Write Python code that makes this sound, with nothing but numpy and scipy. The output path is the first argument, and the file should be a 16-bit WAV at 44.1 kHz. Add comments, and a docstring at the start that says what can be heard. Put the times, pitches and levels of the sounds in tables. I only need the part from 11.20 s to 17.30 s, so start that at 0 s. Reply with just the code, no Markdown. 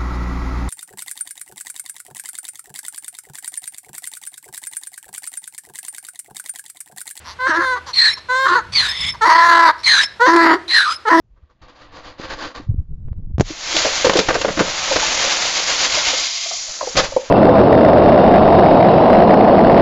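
"""A small kitchen, where dry grain is poured from a paper sack into a metal pot of water.
Husks scrape along the tilted sack in surges while a hand bumps and knocks the microphone's case.
Then thousands of ticking kernels hiss into the ringing pot and patter on the wet heap; the stream
pulses as the sack is shaken, and thins out. The paper walls flap with a hollow note, crumple,
snap and puff out air."""
import sys
import numpy as np
from scipy import signal
from scipy.fft import rfft, irfft
from scipy.io import wavfile

SR = 44100
rng = np.random.default_rng(int(sys.argv[2]) if len(sys.argv) > 2 else 0)


def master(y):
    """Save y as 16-bit WAV."""
    cut = np.clip(np.atleast_2d(y).T, -1, 1)
    pcm = np.round(cut * 32767)  # scale
    wavfile.write(sys.argv[1], SR, pcm.astype(np.int16))


N = 269035
TIME = np.arange(N) / SR
AGE = np.arange(SR // 5) / SR  # time since the start of a short event

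# room tone: (frequency [Hz], level [dB])
ROOM_TONE_EQ = [(20, 0), (70, -1), (150, -10), (300, -11), (600, -18), (1500, -28), (3000, -34),
                (7500, -39)]
# the hand shifts on the microphone's case: (time [s], level [dB])
HANDLING = [(0, -55), (0.6, -56.5), (1.38, -48.5), (1.54, -14), (1.72, -29.5), (1.9, -25.5), (2.24, -30),
            (2.4, -50.5), (2.97, -46), (3.4, -33.5), (3.55, -58), (4.4, -58), (4.7, -48), (5.15, -65),
            (5.55, -68.5), (5.77, -34), (6.1, -53)]
# rumble through the case: (frequency [Hz], level [dB])
RUMBLE_EQ = [(20, 5.5), (55, 0.5), (120, -5), (200, -16), (300, -29.5), (500, -40), (1200, -59.5),
             (4000, -92.5)]
# soft bumps of the hand, and the case wobbling on after the last knock: (time [s], level [dB], pitch [Hz],
# swell [s])
BUMPS = [(0.1, -41, 45, 0.017), (0.226, -37.5, 68.6, 0.0099), (0.415, -39, 54.7, 0.014),
         (1.487, -8, 107.5, 0.0094), (1.543, -17, 142.5, 0.002), (1.578, -9.5, 74.7, 0.01),
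         (1.876, -15.5, 76.5, 0.0048), (1.915, -14.5, 72, 0.0038), (2.072, -24, 100, 0.0036),
         (2.136, -14, 69, 0.012), (2.209, -23, 30, 0.03)]
# grain creeping between the surges: (time [s], level [dB])
CREEP = [(.1, -82), (.18, -70), (.39, -73), (.45, -54.5), (.95, -51), (1.39, -58), (1.47, -75),
         (1.75, -100)]
# surges of grain as the sack tips: (time [s], length [s], level [dB], note [Hz])
SURGES = [(0.292, .019, -65, 1150), (0.414, 0.029, -47.5, 1090), (0.477, 0.019, -47, 1100),
          (.54, 0.066, -47.5, 1200), (0.574, .08, -48, 1380), (0.71, 0.094, -40.5, 1100),
          (0.827, 0.068, -37, 1190), (0.978, 0.069, -30.5, 1350), (1.079, 0.059, -29.5, 1650),
          (1.163, 0.099, -29, 1550), (1.343, .024, -32.5, 1300)]
# husks on paper: (frequency [Hz], level [dB])
SLIDE_EQ = [(88, -39), (150, -12), (249, -3.5), (300, 0.5), (414, -9.5), (500, -3), (837, -2), (1160, -3),
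            (1300, -8), (1650, -6.5), (2460, -9.5), (4820, -7.5), (5320, -16.5), (6690, -18.5),
            (7500, -22.5), (9750, -67)]
# resonances of the sack's hollow: (frequency [Hz], width [Hz], level [dB])
SACK_MODES = [(310, 31, -0.5), (510, 84, 2), (1140, 46, 3), (1550, 39, -3), (1840, 71, -1)]
# soft scrapes of paper on paper: (time [s], level [dB], swell [s])
SCRAPES = [(.158, -62.5, 0.015), (.222, -67, .014), (.292, -59, .013)]
# tone of a scrape: (frequency [Hz], level [dB])
SCRAPE_EQ = [(200, -8), (480, 1), (750, -6), (1150, 2), (1900, -12), (2400, -20), (7500, -28)]
# a wall of the sack flaps: (time [s], level [dB], note [Hz], swell [s])
FLAPS = [(0.998, -15, 285, 0.00095), (1.398, -26, 280, 0.0035), (2.302, -19.5, 316, 0.0045),
         (2.543, -19, 305, 0.0083), (2.667, -10.5, 557, 0.0028), (3.71, -9, 537, 0.0074),
         (3.828, -10, 875, 0.0029), (4.043, -13.5, 548, 0.0042), (4.071, -17.5, 550, 0.0049),
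         (4.771, -14.5, 589, 0.0054), (4.931, -18, 531, 0.0048), (5.259, -24.5, 640, 0.0039),
         (5.31, -21.5, 657, 0.0043), (5.336, -29, 698, 0.0047), (5.48, -32, 610, .007),
         (5.609, -15.5, 1033, 0.0029), (5.611, -16, 616, 0.0032), (5.627, -14.5, 530, 0.0041),
         (5.672, -12.5, 502, 0.0028), (5.921, -17.5, 530, 0.0044), (5.964, 0, 517, 0.003)]
# finger knocks on the case: (time [s], level [dB], pitch [Hz], decay [s], relative click level [dB])
KNOCKS = [(1.8846, -29, 108, .003, -39), (1.9298, -28.5, 110, 0.0033, -16), (2.1824, -8, 115, 0.0073, -15),
          (2.1978, 0.5, 127, 0.0094, -14), (2.2087, 11, 208, 0.001, -18)]
# click of a knock: (frequency [Hz], level [dB])
CLICK_EQ = [(300, 8), (1200, -8.5), (2500, -21), (7400, -14.5)]
# faders of the pour: (time [s], falling hiss [dB], patter on the wet heap [dB])
STREAM = [(2.2, -61, -66), (2.29, -32, -38), (2.36, -35, -41.5), (2.57, -18.5, -23), (2.82, -22, -26.5),
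          (3.05, -32, -31.5), (3.36, -30, -33.5), (3.53, -24.5, -26.5), (3.75, -20, -24),
          (4.03, -18.5, -22), (4.35, -21, -26.5), (4.65, -19, -24), (4.95, -19.7, -25.5),
          (5.16, -23.5, -46.5), (5.35, -22, -44.5), (5.55, -25, -40.5), (5.78, -28.5, -38.5),
          (6.1, -39, -42.5)]
# the kernels run out before the dust does, so the hiss gets brighter: (time [s], kernel level [dB])
KERNELS = [(2.2, -0.5), (2.6, -1.5), (3.2, -6.5), (4.95, 1), (5.22, 0), (5.4, -8), (5.55, -19), (6.1, -14)]
# falling kernels: (frequency [Hz], level [dB])
KERNEL_EQ = [(100, -46.5), (450, -35.5), (700, -13.5), (1000, -10.5), (1750, -9.5), (2100, -2), (2500, -3),
             (3000, 1), (3800, 4), (4800, -0.5), (5400, -0.5), (7400, -9.5)]
# falling dust: (frequency [Hz], level [dB])
DUST_EQ = [(100, -53.5), (450, -44.5), (700, -20.5), (1700, -31.5), (2130, -17), (2500, -19), (3500, -5.5),
           (4400, 1), (5200, -2.5), (5600, 3), (6800, 4), (7400, -0.5)]
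# landings on the heap: (frequency [Hz], level [dB])
PATTER_EQ = [(25, -18.5), (120, -16), (200, -11), (310, -5), (400, -9.5), (550, 0.5), (850, -0.5),
             (1700, 0), (2600, 0), (4000, -2), (7500, -11)]
# air resonances of the open pot: (frequency [Hz], width [Hz], level [dB])
POT_MODES = [(694, 21, 11.5), (1110, 60, 3.5), (2120, 54, 7), (2400, 50, -1.5), (3180, 70, -9.5),
             (4870, 280, -0.5)]
# the pot rings more freely once the sack lifts off its mouth: (time [s], ring level [dB])
POT_OPENING = [(2.2, -4), (4.8, -1.5), (5.1, 1.5), (5.4, 0), (5.7, -1.5)]
# the sack crumples: (time [s], flap [dB], shaking sheet [dB], cracking creases [dB], swell [s])
CRUMPLES = [(2.565, -11, -25, -13.5, 0.002), (2.648, -9.5, -21, -26, 0.0052),
            (2.844, -5, -15.5, -16, 0.0066), (2.866, -8, -15.5, -22, 0.0042),
            (2.895, -8.5, -8.5, -16, 0.0025), (2.933, -10.5, -22.5, -20, 0.0036),
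            (2.954, -4.5, -15, -32, 0.0052), (2.968, -12.5, -26, -14, 0.0056),
            (2.988, -7.5, -15, -13, 0.0049), (3.085, -15.5, -10.5, -20, 0.0041),
            (3.103, -12, -12.5, -36, 0.0037), (3.128, -27, -20, -32, 0.0024),
            (3.142, -28, -18, -20, 0.0033), (3.151, -9.5, -17, -26, 0.0055),
            (3.212, -23, -20.5, -20.5, 0.0044), (3.246, -6, -19, -31.5, 0.0039),
            (3.279, -11.5, -21.5, -35, 0.0064), (3.303, -28, -21, -37, 0.0024),
            (3.371, -22, -22.5, -32, .006), (3.391, -15.5, -13, -19, 0.0058),
            (3.403, -10, -17.5, -29, 0.0058), (3.48, -16.5, -18.5, -44, 0.0018),
            (3.758, -13.5, -16, -19, 0.0062), (5.752, -25, -25, -28.5, 0.007),
            (5.766, -7, -14.5, -12.5, 0.0095), (5.785, -22.5, -13.5, -15.5, 0.0081),
            (5.829, -30.5, -25.5, -24.5, 0.012)]
# body of the shaking sheet: (frequency [Hz], level [dB])
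SHEET_EQ = [(25, 1.5), (120, -3), (310, 1.5), (420, -5), (550, 7), (800, 1), (1250, 2.5), (2000, -1.5),
            (3200, -14), (7500, -38)]
# crisp top of the creases: (frequency [Hz], level [dB])
CREASE_EQ = [(200, -19), (1200, -25), (2400, -1), (4900, -2), (5400, -3.5), (7400, -8)]
# folds snap: (time [s], ring level [dB], ring pitch [Hz])
SNAPS = [(2.568, -4.5, 3120), (2.897, -1.5, 1490), (2.9926, -12, 3420)]
# air squeezed out of the sack: (time [s], level [dB], swell [s])
PUFFS = [(2.65, -21.5, .006), (2.985, -15, 0.0053), (3.267, -23, 0.0053), (3.303, -25.5, .003),
         (3.371, -19, 0.0064), (3.401, -15, 0.0075), (5.747, -23.5, 0.0055)]
# tone of a puff: (frequency [Hz], level [dB])
PUFF_EQ = [(50, -15.5), (130, -2.5), (240, -0.5), (330, 0), (450, -6), (800, -24.5), (2000, -51)]
# reverb of the kitchen: (frequency [Hz], time to fall 60 dB [s])
KITCHEN_DECAY = [(150, 0.25), (600, 0.27), (2500, 0.15), (7500, 0.22)]


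def amp(db):
    """Decibels to gain."""
    return 10 ** (np.asarray(db) / 20)


def unit_rms(x):
    """Scales to rms 1."""
    return x / np.sqrt(np.mean(x ** 2) + 1e-20)


def lookup(points, hz):
    """Reads a table on a log-frequency axis."""
    freqs, values = np.transpose(points)
    return np.interp(np.log(hz + 1), np.log(freqs + 1), values)


def fader(curve, column=1):
    """Gain at every sample from one dB column of a curve; silent before the curve starts."""
    rows = np.array(curve)
    return amp(np.interp(TIME, rows[:, 0], rows[:, column])) * (TIME >= rows[0, 0])


def eq(x, points):
    """Shapes x with an EQ curve, at rms 1."""
    gain = amp(lookup(points, np.fft.rfftfreq(len(x), 1 / SR)))
    return unit_rms(irfft(rfft(x) * gain, len(x)))


def dull(x, hz):
    """Rolls off the treble above hz."""
    return signal.sosfilt(signal.butter(4, np.clip(hz, 100, SR / 3), fs=SR, output="sos"), x)


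def steep_cut(x, hz):
    """A steep low-pass at hz."""
    return signal.oaconvolve(x, signal.firwin(141, hz, window=("kaiser", 7), fs=SR)[None], "same")


def resonate(x, hz, width_hz):
    """A resonance of gain 1 that follows the curve hz."""
    carrier = np.exp(2j * np.pi * np.cumsum(hz) / SR)
    pole = np.exp(-np.pi * width_hz / SR)
    return 2 * (carrier * signal.lfilter([1 - pole], [1, -pole], x / carrier)).real


def wander(size, hz):
    """Smooth random modulation of rms 1, rolling off above hz."""
    spectrum = rfft(rng.standard_normal(size))
    return unit_rms(irfft(spectrum * np.exp(-(np.fft.rfftfreq(size, 1 / SR) / hz) ** 2), size))


def impacts(size, per_s, spread_db):
    """Clicks of random strength and sign at random moments."""
    strength = amp(spread_db * np.minimum(rng.exponential(1, size), 4))
    return unit_rms(strength * rng.choice([-1, 1], size) * (rng.random(size) < per_s / SR))


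def swell(peak_s):
    """An envelope that grows to 1 at peak_s (1 ms at the soonest) and dies away."""
    rise = AGE / max(peak_s, 0.001)
    return rise * np.exp(1 - rise)


def add(mix, s, sound):
    """Drops a sound into the mix at time s."""
    part = mix[max(round(s * SR), 0):][:len(sound)]
    part += sound[:len(part)]


def room_tone():
    """A faint, dark bed of noise."""
    return amp(-67) * eq(rng.standard_normal(N), ROOM_TONE_EQ)


def rumble():
    """Skin sticks and slips on the case in crackling jerks; the weight of moving grain rumbles too."""
    grip = fader(HANDLING)
    level = grip + amp(-6) * surge_gain() + amp(-20) * landing_gain()
    jerks = amp(5 * wander(N, hz=21))
    crackle = unit_rms(dull(impacts(N, per_s=200, spread_db=4), hz=1300))
    low_end = eq(rng.standard_normal(N) * jerks, RUMBLE_EQ)
    return low_end * level + amp(-53) * crackle * grip


def bumps():
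    """The hand nudges the microphone's case: soft, low thumps; after the knocks the case wobbles on in a slow,
    low swell."""
    out = np.zeros(N)
    for s, db, hz, peak_s in BUMPS:
        add(out, s, amp(db) * swell(peak_s) ** 2 * np.sin(2 * np.pi * hz * AGE))
    return out


def slide():
    """Husks scrape over the paper in surges, catching and slipping, and creep on, duller, in between."""
    catching = 1.44 * wander(N, hz=25) + 1.3 * wander(N, hz=120)
    husks = eq(impacts(N, per_s=7600, spread_db=2) * amp(catching), SLIDE_EQ)
    creeping = eq(impacts(N, per_s=2500, spread_db=1) * amp(2 * wander(N, hz=18)), SLIDE_EQ)
    starts, lengths, _, notes = np.transpose(SURGES)
    ring = unit_rms(resonate(husks, np.interp(TIME, starts + lengths / 2, notes), width_hz=430))
    surging = unit_rms(sack_hollow(husks) + amp(-8) * ring)
    creeping = dull(sack_hollow(creeping), hz=3800)
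    return amp(0.83) * surging * surge_gain() + creeping * fader(CREEP)


def sack_hollow(x):
    """The hollow of the sack lifts a few narrow bands, which drift together as the paper bends."""
    bend = np.exp(0.03 * wander(N, hz=9))
    return unit_rms(x + sum(amp(db) * resonate(x, hz * bend, width) for hz, width, db in SACK_MODES))


def scrapes():
    """Paper rubs on paper in small slips, and the hollow of the sack answers."""
    envelope = np.zeros(N)
    for s, db, peak_s in SCRAPES:
        add(envelope, s, amp(db) * swell(peak_s) ** 2)
    return envelope * sack_hollow(eq(impacts(N, per_s=1400, spread_db=1), SCRAPE_EQ))


def surge_gain(attack_share=0.51, release_db_per_s=308):
    """Each surge of grain sets off, runs on, and is braked by the paper; long ones start more slowly."""
    power = np.zeros(N)
    for s, length_s, db, _ in SURGES:
        attack = np.clip((TIME - s) / (attack_share * length_s), 0, 1)
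        release_db = release_db_per_s * np.clip(TIME - s - length_s, 0, 1)
        power += (attack * amp(db - release_db)) ** 2
    return np.sqrt(power)


def flap(db, hz, peak_s, puff_db=-22, waver=0.05):
    """A paper panel snaps over: a short, uneven hollow note with a lower puff and a papery overtone."""
    pitch = hz * (1 + 0.06 * np.exp(-AGE / 0.008) + waver * wander(len(AGE), hz=216))
    cycles = np.cumsum(pitch) / SR
    puff = amp(puff_db) * np.sin(2 * np.pi * (0.561 * cycles + rng.random()))
    overtone = amp(-10) * wander(len(AGE), hz=247) * np.sin(2 * np.pi * 1.65 * cycles)
    envelope = swell(peak_s) ** 0.81 * amp(1.5 * wander(len(AGE), hz=200))
    return amp(db - 3.5) * envelope * (np.sin(2 * np.pi * cycles) + puff + overtone)


def flaps():
    """The walls of the sack flap without creasing."""
    out = np.zeros(N)
    for s, db, hz, peak_s in FLAPS:
        add(out, s, flap(db, hz, peak_s))
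    return out


def knocks():
    """A finger strikes the microphone's case: a thud and a click, brighter when harder."""
    out = np.zeros(N)
    contact = 1 - np.exp(-AGE / 0.00017)  # a soft fingertip rounds off the attack
    for s, db, hz, decay_s, click_db in KNOCKS:
        thud = -np.cos(2 * np.pi * hz * AGE) * np.exp(-AGE / decay_s)
        click = amp(click_db) * eq(rng.standard_normal(len(AGE)), CLICK_EQ) * np.exp(-AGE / 0.0056)
        add(out, s, amp(db) * dull(contact * (thud + click), hz=6400 + 101 * db))
    return out


def stream():
    """Kernels tick on each other and land on the heap; they fall in clumps, in a veil of fine dust."""
    clumps = wander(N, hz=45)
    ticks = impacts(N, per_s=9000, spread_db=1.5) * amp(clumps)
    specks = impacts(N, per_s=14000, spread_db=1) * amp(clumps)
    landings = impacts(N, per_s=4000, spread_db=1.5) * amp(0.73 * clumps)
    flow = fader(STREAM, column=1) * shake_gain(depth_db=2.5)
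    kernels = amp(-2.5) * fader(KERNELS) * pot(eq(ticks, KERNEL_EQ))
    dust = amp(0.5) * pot(eq(specks, DUST_EQ))
    patter = amp(3.5) * eq(landings, PATTER_EQ)
    return (kernels + dust) * flow + patter * landing_gain()


def pot(x):
    """The air in the pot lifts a few bands of what falls into it."""
    rings = sum(amp(db) * signal.lfilter(*signal.iirpeak(hz, hz / width, SR), x)
                for hz, width, db in POT_MODES)
    return unit_rms(x + rings * fader(POT_OPENING))


def landing_gain():
    """Envelope of the grain that lands on the heap."""
    return fader(STREAM, column=2) * shake_gain(depth_db=3)


def crumples(sack_note_hz=468.6, sag_hz_per_db=5.5):
    """Tiny creases crack and shake the whole sheet, which flaps and settles in an uneven rustle."""
    out = np.zeros(N)
    for s, flap_db, sheet_db, crease_db, peak_s in CRUMPLES:
        sheet = amp(sheet_db) * eq(impacts(len(AGE), per_s=4500, spread_db=4), SHEET_EQ)
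        creases = amp(crease_db + 2.5) * eq(impacts(len(AGE), per_s=6300, spread_db=-1), CREASE_EQ)
        settling = swell(peak_s=0.014) * amp(-18 + 4 * wander(len(AGE), hz=70))
        add(out, s, np.hypot(swell(peak_s), settling) * (sheet + creases))
        note = sack_note_hz - sag_hz_per_db * flap_db  # a harder crumple moves a larger, lower panel
        detune = 1 + 0.059 * rng.uniform(-1.2, 1)
        add(out, s, flap(flap_db, note * detune, peak_s, puff_db=-13, waver=0.1534))
    return out


def snaps():
    """A fold snaps with a very short ring; an added spike makes the recorder spit a faint treble tick."""
    out = np.zeros(N)
    spike_age = AGE / 0.000025
    spike = 2.2 * (1 - spike_age) * np.exp(-spike_age)
    for s, db, hz in SNAPS:
        ring = amp(db) * np.sin(2 * np.pi * hz * AGE) * np.exp(-AGE / 0.00086)
        add(out, s, spike - ring)
    return out


def puffs():
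    """Dull puffs of air leave the collapsing sack."""
    out = np.zeros(N)
    for s, db, peak_s in PUFFS:
        add(out, s, amp(db) * swell(peak_s) * eq(rng.standard_normal(len(AGE)), PUFF_EQ))
    return out


def shake_gain(depth_db, rate_hz=7.8, height_s=4.638, spread_s=0.37):
    """A tremolo that builds and fades: each forward swing of the shaken sack throws out more grain."""
    t = TIME - height_s
    swing = np.cos(2 * np.pi * rate_hz * t) * np.exp(-(t / spread_s) ** 2)
    return amp(depth_db * swing)


def kitchen(send):
    """Short room reverb: sparse reflections, each band dying at its own speed."""
    age = np.arange(SR // 2) / SR
    taps = impacts(len(age), per_s=2000, spread_db=1.5) * (age > 0.004)
    hz, t, bands = signal.stft(taps, SR, nperseg=256)
    decay = amp(-60 * t / lookup(KITCHEN_DECAY, hz)[:, None])
    tail = signal.istft(bands * decay, SR)[1]
    return signal.fftconvolve(send, tail / np.linalg.norm(tail))[:N]


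def scene():
    """Mono mix: grain and paper feed the reverb; what comes through the microphone's case stays dry."""
    grain = slide() + scrapes() + stream()
    flapping = flaps() + puffs()
    crumpling = crumples() + snaps()
    reverb = kitchen(amp(-13) * (grain + flapping) + amp(-10) * crumpling)
    return (grain + flapping + crumpling + reverb + room_tone() + bumps() + knocks() + rumble())[None]


def record(dry):
    """A narrow-band recorder clips the loudest peaks; the sharpest spit a little treble above its band."""
    clipped = steep_cut(np.clip(dry, -0.9, 0.9), hz=7420)
    spit = amp(-26) * (dry - np.clip(dry, -1.4, 1.4))
    return steep_cut(clipped + spit, hz=14800)


dry = scene()
out = record(dry)
master(out)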